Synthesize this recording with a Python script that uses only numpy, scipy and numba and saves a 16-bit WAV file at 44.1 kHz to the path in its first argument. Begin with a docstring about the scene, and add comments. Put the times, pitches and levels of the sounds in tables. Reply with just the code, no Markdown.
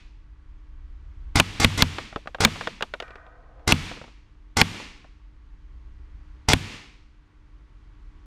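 """An airsoft gun fires across a living room at a paper target on a cardboard box beside a small camera.
Each shot is a dull muzzle pop, then the pellet's snap on the box, built from fading noise and ringing tones.
Spent pellets bounce and roll on a board; air noise, hum, rumble and low drones lie underneath.
The camera limits the snaps, so the room tail dips and swells back, and slowly lifts the hum afterwards."""
import sys
import numpy as np
from scipy import signal
from scipy.io import wavfile
from scipy.ndimage import uniform_filter1d
from numba import njit

SR = 44100
rng = np.random.default_rng(int(sys.argv[2]) if len(sys.argv) > 2 else 0)


def wrap_up_sound(samples):
    """Save the sound to the file named by the first command line argument, as 16-bit audio."""
    columns = np.atleast_2d(samples).T
    # keep every value between -1 and 1, then stretch to whole-number steps
    tamed = np.clip(columns, -1, 1)
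    steps = np.round(tamed * 32767).astype(np.int16)
    wavfile.write(sys.argv[1], SR, steps)


N = 364247  # length in samples
LEAD = SR // 2  # samples worked out before the start, for an earlier shot's tail
THIRDS = 50 * 2 ** np.arange(0, 8.4, 1 / 3)  # middles of the noise bands in Hz, a third of an octave apart

# All levels are those before the camera's gain.
# The shots. Each row: muzzle pop in seconds, pellet on target in seconds, pop level in dB,
# shell thump in dB, paper crack peak in dB, box boom in dB, boom tilt in dB an octave.
SHOTS = [(-.40, -0.358, -30, -12, 21.5, -2.5, 0), (1.3562, 1.3994, -13, -8.5, 20.5, 11, -3),
         (1.5994, 1.646, -11.5, -7, 20.5, 14, -3.5), (1.7764, 1.8224, -15, -11.5, 22, 15, -0.5),
         (2.4047, 2.4495, -11.5, -14, 22.5, 15, 4), (3.676, 3.7223, -11.5, -12, 21.5, 15.5, 3.5),
         (4.5692, 4.6145, -10.5, -14, 23, 13, 0.5), (6.4861, 6.5339, -13, -9.5, 23.5, 17.5, -3.5)]
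# Pellet bounces on the board. Each row: start in seconds, peak in dB, hardness (0 soft to 1 hard).
BOUNCES = [(1.984, -6.5, 0.8), (2.127, -22.5, 0.02), (2.1601, -10, 0.14), (2.258, -28, 0),
           (2.2731, -15, 0.49), (2.3464, -15.5, 0.67), (2.385, -27, 0.16), (2.474, 0, 0.3),
           (2.558, -11.5, 0.5), (2.61, -8, 0.8), (2.673, -5, 0.7), (2.808, -14.5, 0.7), (2.824, -6, 1),
           (2.938, -11, 0.66), (3.001, -13, 0.96), (3.024, -19.5, 0.7), (3.08, -33, 0.7), (3.106, -29, 0.7),
           (3.156, -26.5, 0.6), (3.265, -35.5, 0.4), (3.595, -44, .5), (3.914, -19.5, 0),
           (3.971, -28.5, 0.3), (4.014, -24.5, 0), (4.041, -27.5, 0.02), (4.078, -36, 0.07),
           (4.744, -25, 0), (4.80, -24, 0), (5.044, -34.5, 0)]
# Crack of the paper, too dense for single tones; it also colours the faint noise before each pop.
# Each row: frequency in Hz, relative level in dB, time to fall by 60 dB in seconds.
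PAPER_CRACK = [(300, -4.5, 0.037), (570, -10.5, 0.04), (925, 2, .03), (1380, -10, 0.036), (2160, 3, 0.016),
               (3030, 1, 0.017), (3870, -5.5, 0.015), (6100, -14, .012), (9200, -24.5, 0.022),
               (15000, -30.5, .006)]
# Ringing tones of the barrel, and of the cardboard box.
# Each row: frequency in Hz, relative level in dB, time to fall by 60 dB in seconds.
BARREL_TONES = [(438.5, -6, 0.052), (820, -0.5, 0.013), (1472.4, -3, 0.06), (2099, 1, 0.084),
                (3350, -5.5, 0.052), (4270, -7.5, 0.017)]
BOX_TONES = [(60, -9, 0.12), (123, 0, 0.029), (188, 0.5, .06), (88.75, -2.5, 0.29), (103.5, -7.5, 0.24),
             (129, -11, 0.27), (159.7, -1, 0.19), (220, -3.5, 0.083), (246, 4.5, 0.093),
             (300.5, -9.5, 0.081), (410, -12.5, .06), (494, -16.5, 0.093)]


def undb(db):
    """Turn decibels into a gain."""
    return 10 ** (np.asarray(db) / 20)


def level(x, db):
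    """Scale a sound to an average (rms) level."""
    return x * undb(db) / np.sqrt(np.mean(x ** 2))


def peak(x, db):
    """Scale a sound so that its highest point has this level."""
    return x * undb(db) / np.abs(x).max()


def column(table, hz, k):
    """Read column k of a frequency table, filling in between rows on a log frequency axis."""
    rows = np.array(table)
    return np.interp(np.log(np.maximum(hz, 1)), np.log(rows[:, 0]), rows[:, k])


def add(track, s, x):
    """Mix a sound into the track at a time in seconds."""
    i = int(s * SR) + LEAD
    track[i:i + len(x)] += x[:len(track) - i]


def walk(rate):
    """A smooth random wander: a new value is drawn rate times a second, then smoothed twice."""
    k = int(SR / rate)
    steps = np.repeat(rng.standard_normal(N // k + 1), k)
    return 0.43 * uniform_filter1d(uniform_filter1d(steps, k), k)[:N]


def noise_band(low_hz, high_hz, order, samples):
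    """Random noise kept only between two frequencies."""
    sos = signal.butter(order, [low_hz, high_hz], "band", fs=SR, output="sos")
    return signal.sosfilt(sos, rng.standard_normal(samples))


def bands():
    """Unrelated third-octave noises, two seconds each, from which the bursts are cut."""
    noises = [noise_band(hz / 1.14, hz * 1.14, 2, 2 * SR) for hz in THIRDS]
    return np.array(noises, dtype=np.float32)


def burst(noises, table, length_s, rise_s, hold_s=0., tilt_db=0.):
    """Noise whose bands die at their own rates after a hold; tilt in dB an octave acts above 700 Hz."""
    t = np.arange(int(length_s * SR), dtype=np.float32) / SR
    start = rng.integers(0, SR)
    db = column(table, THIRDS, 1) + tilt_db * np.log2(np.maximum(THIRDS / 700, 1))
    power = np.sum(undb(2 * db) * np.var(noises[:, ::41], axis=1))
    gain = np.float32(undb(db) / np.sqrt(power))  # rms 1 before the rise and fade
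    rate = np.float32(np.log(1000) / column(table, THIRDS, k=2))
    fade = np.exp(-rate[:, None] * np.maximum(t - np.float32(hold_s), 0))
    rise = 1 - np.exp(-t / max(rise_s, 1e-5))
    return gain @ (noises[:, start:start + len(t)] * fade) * rise


def ring(modes, scatter_db, push_s, length_s, detune=.015):
    """One blow: a short rough contact sets off dying tones, each with chance strength and pitch; peak 1."""
    hz, db, t60 = np.transpose(modes)[:, :, None]
    chance = rng.standard_normal((len(modes), 2))
    t = np.arange(int(length_s * SR)) / SR
    hz = hz * (1 + detune * chance[:, :1])
    strength = undb(db + scatter_db * chance[:, 1:])
    body = np.sum(strength * np.sin(2 * np.pi * hz * t) * 1000. ** (-t / t60), axis=0)
    push = (1 + 0.47 * rng.standard_normal(400)) * np.exp(-t[:400] / max(push_s, 1e-5))
    out = np.convolve(body, push)
    return out / np.abs(out).max()


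def room(noises, wet_db, length_s, rise_s=.003):
    """The blurred tail after a blow: reflections thicken, then each band dies at its own rate."""
    # Room tail. Each row: frequency in Hz, relative level in dB, time to fall by 60 dB in seconds.
    tail = [(80, 5, 0.47), (210, 8.5, 0.65), (401.3, -4, 0.67), (650, -9, 0.59), (930, -2, 0.67),
            (1500, -3.5, .58), (2300, 0, 0.71), (3200, -2, 0.62), (4500, -8.5, 0.69), (7200, -13.5, 0.58),
            (10800, -22.5, .42), (15100, -33, .36)]
    return undb(wet_db) * burst(noises, tail, length_s, rise_s)


def muzzle_pop(noises, db):
    """The muzzle cracks as a short noise while the barrel rings."""
    # Muzzle crack, too dense for single tones.
    # Each row: frequency in Hz, relative level in dB, time to fall by 60 dB in seconds.
    muzzle = [(200, 0.5, 0.014), (400, -1.5, 0.029), (565, -15, 0.019), (790, 0, 0.17), (1480, -6.5, 0.012),
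              (2110, -3.5, 0.037), (2980, -9.5, 0.019), (4860, -3.5, 0.074), (6532, -10, 0.1),
              (9600, -13, .02), (15000, -28.5, .02)]
    barrel_db = 4
    crack = 0.86 * burst(noises, muzzle, .06, 0.00058, 0.0038)
    barrel = undb(barrel_db) * ring(BARREL_TONES, 1.2, 0.00034, 0.051)
    return undb(db) * (crack + barrel[:len(crack)])


def rattle(out, s, db):
    """Loose parts knock on the barrel after the pop, at uneven moments and strengths."""
    rattle_db, scatter_db = -7, 6  # typical strength relative to the pop, and its spread
    span_s, knocks = .04, 5
    for k in range(knocks):
        when = span_s * (k + 1 + rng.random()) / (knocks + 1)
        knock_db = db + rattle_db + scatter_db * rng.standard_normal()
        add(out, s + when, undb(knock_db) * ring(BARREL_TONES, 12, 0.00011, 0.028))


def gun(noises):
    """A faint noise swells in, then the pop and the shell's thump; parts rattle; walls repeat the pop, duller."""
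    # Ringing tones of the shell.
    # Each row: frequency in Hz, relative level in dB, time to fall by 60 dB in seconds.
    shell = [(59, -9.5, 0.12), (96, 0, 0.21), (148.3, -5, 0.3), (287, -6, 0.11)]
    # First walls to return the pop. Each row: delay in seconds, level relative to the pop in dB.
    echoes = [(0.0134, -1.5), (.022, -4), (.031, 0), (.038, -5.5)]
    lead_in_db, lead_in_s = -14.5, .008  # short faint noise that swells into the pop
    wet_db = -5.5  # room tail relative to the pop
    out = np.zeros(N + LEAD)
    for s, _, db, thump_db, *_ in SHOTS:
        pop = muzzle_pop(noises, db)
        lead_in = burst(noises, PAPER_CRACK, lead_in_s, 1e-5)[::-1]  # a fading burst, turned backwards
        add(out, s - lead_in_s, undb(db + lead_in_db) * lead_in)
        add(out, s, pop)
        add(out, s, undb(thump_db) * ring(shell, 2.8, .00064, .25))
        add(out, s, room(noises, db + wet_db, .9, rise_s=.012))
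        for lag, echo_db in echoes:
            add(out, s + lag, undb(echo_db) * uniform_filter1d(pop, size=3))
        rattle(out, s, db)
    return out


def target(noises):
    """The paper cracks for a few milliseconds; the loose box booms deeper or higher with the place hit."""
    wet_db = -37.5  # room tail relative to the crack's peak
    out = np.zeros(N + LEAD)
    for _, s, _, _, db, boom_db, tilt_db in SHOTS:
        add(out, s, peak(burst(noises, PAPER_CRACK, 0.055, .0001, 0.001), db))
        struck = [(hz, mode_db + tilt_db * np.log2(hz / 150), t60) for hz, mode_db, t60 in BOX_TONES]
        add(out, s + 0.003, undb(boom_db) * ring(struck, 2.2, 0.00019, .4, detune=.06))
        add(out, s, room(noises, db + wet_db, .9))
    return out


def pellets(noises):
    """Bounces knock on the board; softer contacts are duller and deeper and also sound the box."""
    # Noise of a contact with the board, then the ringing tones of its knock.
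    # Each row: frequency in Hz, relative level in dB, time to fall by 60 dB in seconds.
    board = [(90.37, -31, .05), (170, -10.5, 0.1), (297.5, -5.5, 0.056), (557, 7.5, 0.058),
             (890, 0.5, 0.046), (1503, 4, 0.032), (2010, -5.5, 0.021), (2880, -5.5, 0.035),
             (3800, -15, 0.028), (5980, -28, .02), (11970, -49, 0.011)]
    knock = [(294, -8, 0.051), (650, -1.5, 0.02), (950, -3.5, 0.013), (1460, 5.5, 0.026),
             (1880, -1.5, 0.043), (2760, -8, 0.016)]
    wet_db, knock_db = -40, -9.5  # relative to the bounce
    thud_db, thud_db_per_hardness = -3.5, -35.5
    out = np.zeros(N + LEAD)
    for s, db, hard in BOUNCES:
        contact = burst(noises, board, .08, .0002, 0.00065, tilt_db=-8 * (0.48 - hard))
        add(out, s, peak(contact, db))
        add(out, s, room(noises, db + wet_db, 0.38))
        push_s = 0.00017 * (1.2 - min(hard, 1))  # a soft contact lasts longer
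        add(out, s, undb(db + knock_db) * ring(knock, 3, push_s, .08))
        thud = ring(BOX_TONES, 2, 0.0004, 0.11)
        thud = thud * np.exp(-np.arange(len(thud)) / SR / 0.014)
        add(out, s, undb(db + thud_db + thud_db_per_hardness * hard) * thud)
    return out


def roll(start_s):
    """A rolling pellet: a bumpy rain of tiny contacts in the board's resonances, stirred by each hop."""
    # Resonances under the pellet. Each row: frequency in Hz, width in Hz, relative level in dB.
    resonances = [(522.4, 89, 2.5), (666.5, 180, 3), (1000, 140, -1.5), (1240, 120, 1.5), (1500, 150, 0),
                  (1870, 120, -4.5), (2372, 120, -15)]
    end_s, settle_s = 3.70, 0.051
    hop_db, steady_db = -45, -49  # just after a hop, and between hops
    tilt_db_oct, dulling_db_oct_s = 8.5, -25.5  # treble tilt at the start, and its change each second
    t = np.arange(int((end_s - start_s) * SR)) / SR
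    grit = rng.standard_normal(N) * undb(2.5 * rng.exponential(size=N))
    bumps = undb(2 * walk(58.58))
    grit = (grit * bumps)[:len(t)]
    tilt_db, out = tilt_db_oct + dulling_db_oct_s * t, 0
    for hz, width, db in resonances:
        b, a = signal.iirpeak(hz, hz / width, fs=SR)
        tone = signal.lfilter(b, a, signal.lfilter(b, a, grit))  # twice: steep skirts
        out = out + undb(db + tilt_db * np.log2(hz / 600)) * tone
    hops = [s - start_s for s, _, _ in BOUNCES if start_s - .01 < s < end_s]
    stir = np.max([(t > s) * np.exp(-np.abs(t - s) / settle_s) for s in hops], axis=0)
    return level(out, 0) * undb(steady_db + (hop_db - steady_db) * stir)


def drones():
    """Soft wavering low tones that swell, climb in pitch and fade out."""
    # Each row: start in seconds, length in seconds, first pitch in Hz, last pitch in Hz,
    # rms level at the top of the swell in dB, before the wavering.
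    tones = [(0.603, .8, 58.4, 72.16, -51), (5.15, 1.35, 46.6, 66.23, -48)]
    out, waver = np.zeros(N + LEAD), undb(2.3 * walk(4.6))
    for s, length_s, from_hz, to_hz, db in tones:
        u = np.arange(int(length_s * SR)) / (length_s * SR)  # runs from 0 to 1
        hz = from_hz + (to_hz - from_hz) * np.sqrt(u)
        swell = np.sqrt(np.sin(np.pi * u))
        add(out, s, np.sqrt(2) * undb(db) * swell * np.sin(2 * np.pi * np.cumsum(hz) / SR))
    return out[LEAD:] * waver


def air_noise():
    """Steady noise in half-octave bands whose levels flicker gently."""
    # Tone colour of the air noise. Each row: frequency in Hz, relative level in dB per Hz.
    colour = [(41, -31), (66, -15.5), (95, -9), (190, -23.5), (330, -24), (541, -37.5), (760, -37),
              (1050, -30), (2490, -38), (7160, -54), (12000, -77)]
    air = 0
    for hz in 90 * 2 ** np.arange(0, 7.1, .5):
        band = noise_band(hz / 1.19, hz * 1.19, 2, N)
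        air = air + undb(column(colour, hz, 1) + 1.0 * walk(9.4)) * band
    return level(air, -56)


def appliance_hum():
    """Steady tones whose levels waver a little."""
    # Each row: frequency in Hz, rms level in dB, before the wavering.
    tones = [(301.5, -64.5), (893.6, -82), (1125, -76.5), (1949, -80)]
    t = np.arange(N) / SR
    return sum(np.sqrt(2) * undb(db + 1.2 * walk(6)) * np.sin(2 * np.pi * hz * t) for hz, db in tones)


def building_rumble():
    """Deep noise that swells slowly, and is shaken up by each hit on the box."""
    # Slow swell of the rumble. Each row: time in seconds, level in dB.
    swell = [(0, -37.5), (.6, -39), (1.3, -31.5), (2.0, -40), (4.3, -42), (5.2, -43), (6.0, -37),
             (6.9, -44.5), (8.26, -42.5)]
    middle_hz, width_hz = 37, 36
    shake_db, shake_t60_s = -34.5, 0.36  # level relative to the boom, and time to fall by 60 dB
    t = np.arange(N) / SR
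    rumble = noise_band(middle_hz - width_hz / 2, middle_hz + width_hz / 2, 3, N)
    gain = undb(np.interp(t, *np.transpose(swell)))
    for _, s, _, _, _, boom_db, _ in SHOTS:
        after = t - s
        gain = gain + (after > 0) * undb(boom_db + shake_db - 60 * np.abs(after) / shake_t60_s)
    return level(rumble, 0) * gain


def scene():
    """Shots, pellets and their tails over the house noise."""
    noises = bands()
    hits = gun(noises) + target(noises) + pellets(noises)
    roll_start_s = 3.02
    add(hits, roll_start_s, roll(roll_start_s))
    house = air_noise() + appliance_hum() + building_rumble()
    return (hits[LEAD:] + house + drones())[None]


@njit
def ride(x, ceiling, attack, release, loud, sink, climb, depth, slow):
    """Slow gain sinks while it is loud and creeps back; a quick limiter follows it. Both gains in dB."""
    y, fast, env = np.empty(len(x)), 0., 0.
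    for i in range(len(x)):
        v = x[i] * 10 ** (slow / 20)
        env = max(abs(v), env * .998)  # loudness: jumps up, falls gradually
        db = 20 * np.log10(env + 1e-9)
        slow = max(slow - sink, -depth) if db > loud else min(slow + climb, 0.)
        headroom = ceiling - 20 * np.log10(abs(v) + 1e-9)
        fast = fast + (headroom - fast) * attack if headroom < fast else min(fast + release, 0.)
        y[i] = v * 10 ** (fast / 20)
    return y


def record(dry):
    """The microphone loses the deepest bass; gain control, overload near full scale, and the top cut off."""
    ceiling_db, attack_s, release_db_s = -1.5, .0001, 79.5  # quick limiter
    # slow gain: threshold, sink and climb in dB a second, deepest cut, gain at the start
    loud_db, sink_db_s, climb_db_s, depth_db, start_db = -16.5, 121., 3.5, 7., -6.5
    overload, top_hz = .88, 15400  # clipping point as a share of full scale
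    x = signal.sosfilt(signal.butter(1, 25, "high", fs=SR, output="sos"), dry[0])
    y = ride(x, ceiling_db, 1 / (attack_s * SR), release_db_s / SR,
             loud_db, sink_db_s / SR, climb_db_s / SR, depth_db, start_db)
    clipped = np.clip(y, -overload, overload)
    return signal.sosfilt(signal.ellip(10, .2, 90, top_hz, fs=SR, output="sos"), clipped)[None]


dry = scene()
out = record(dry)
wrap_up_sound(out)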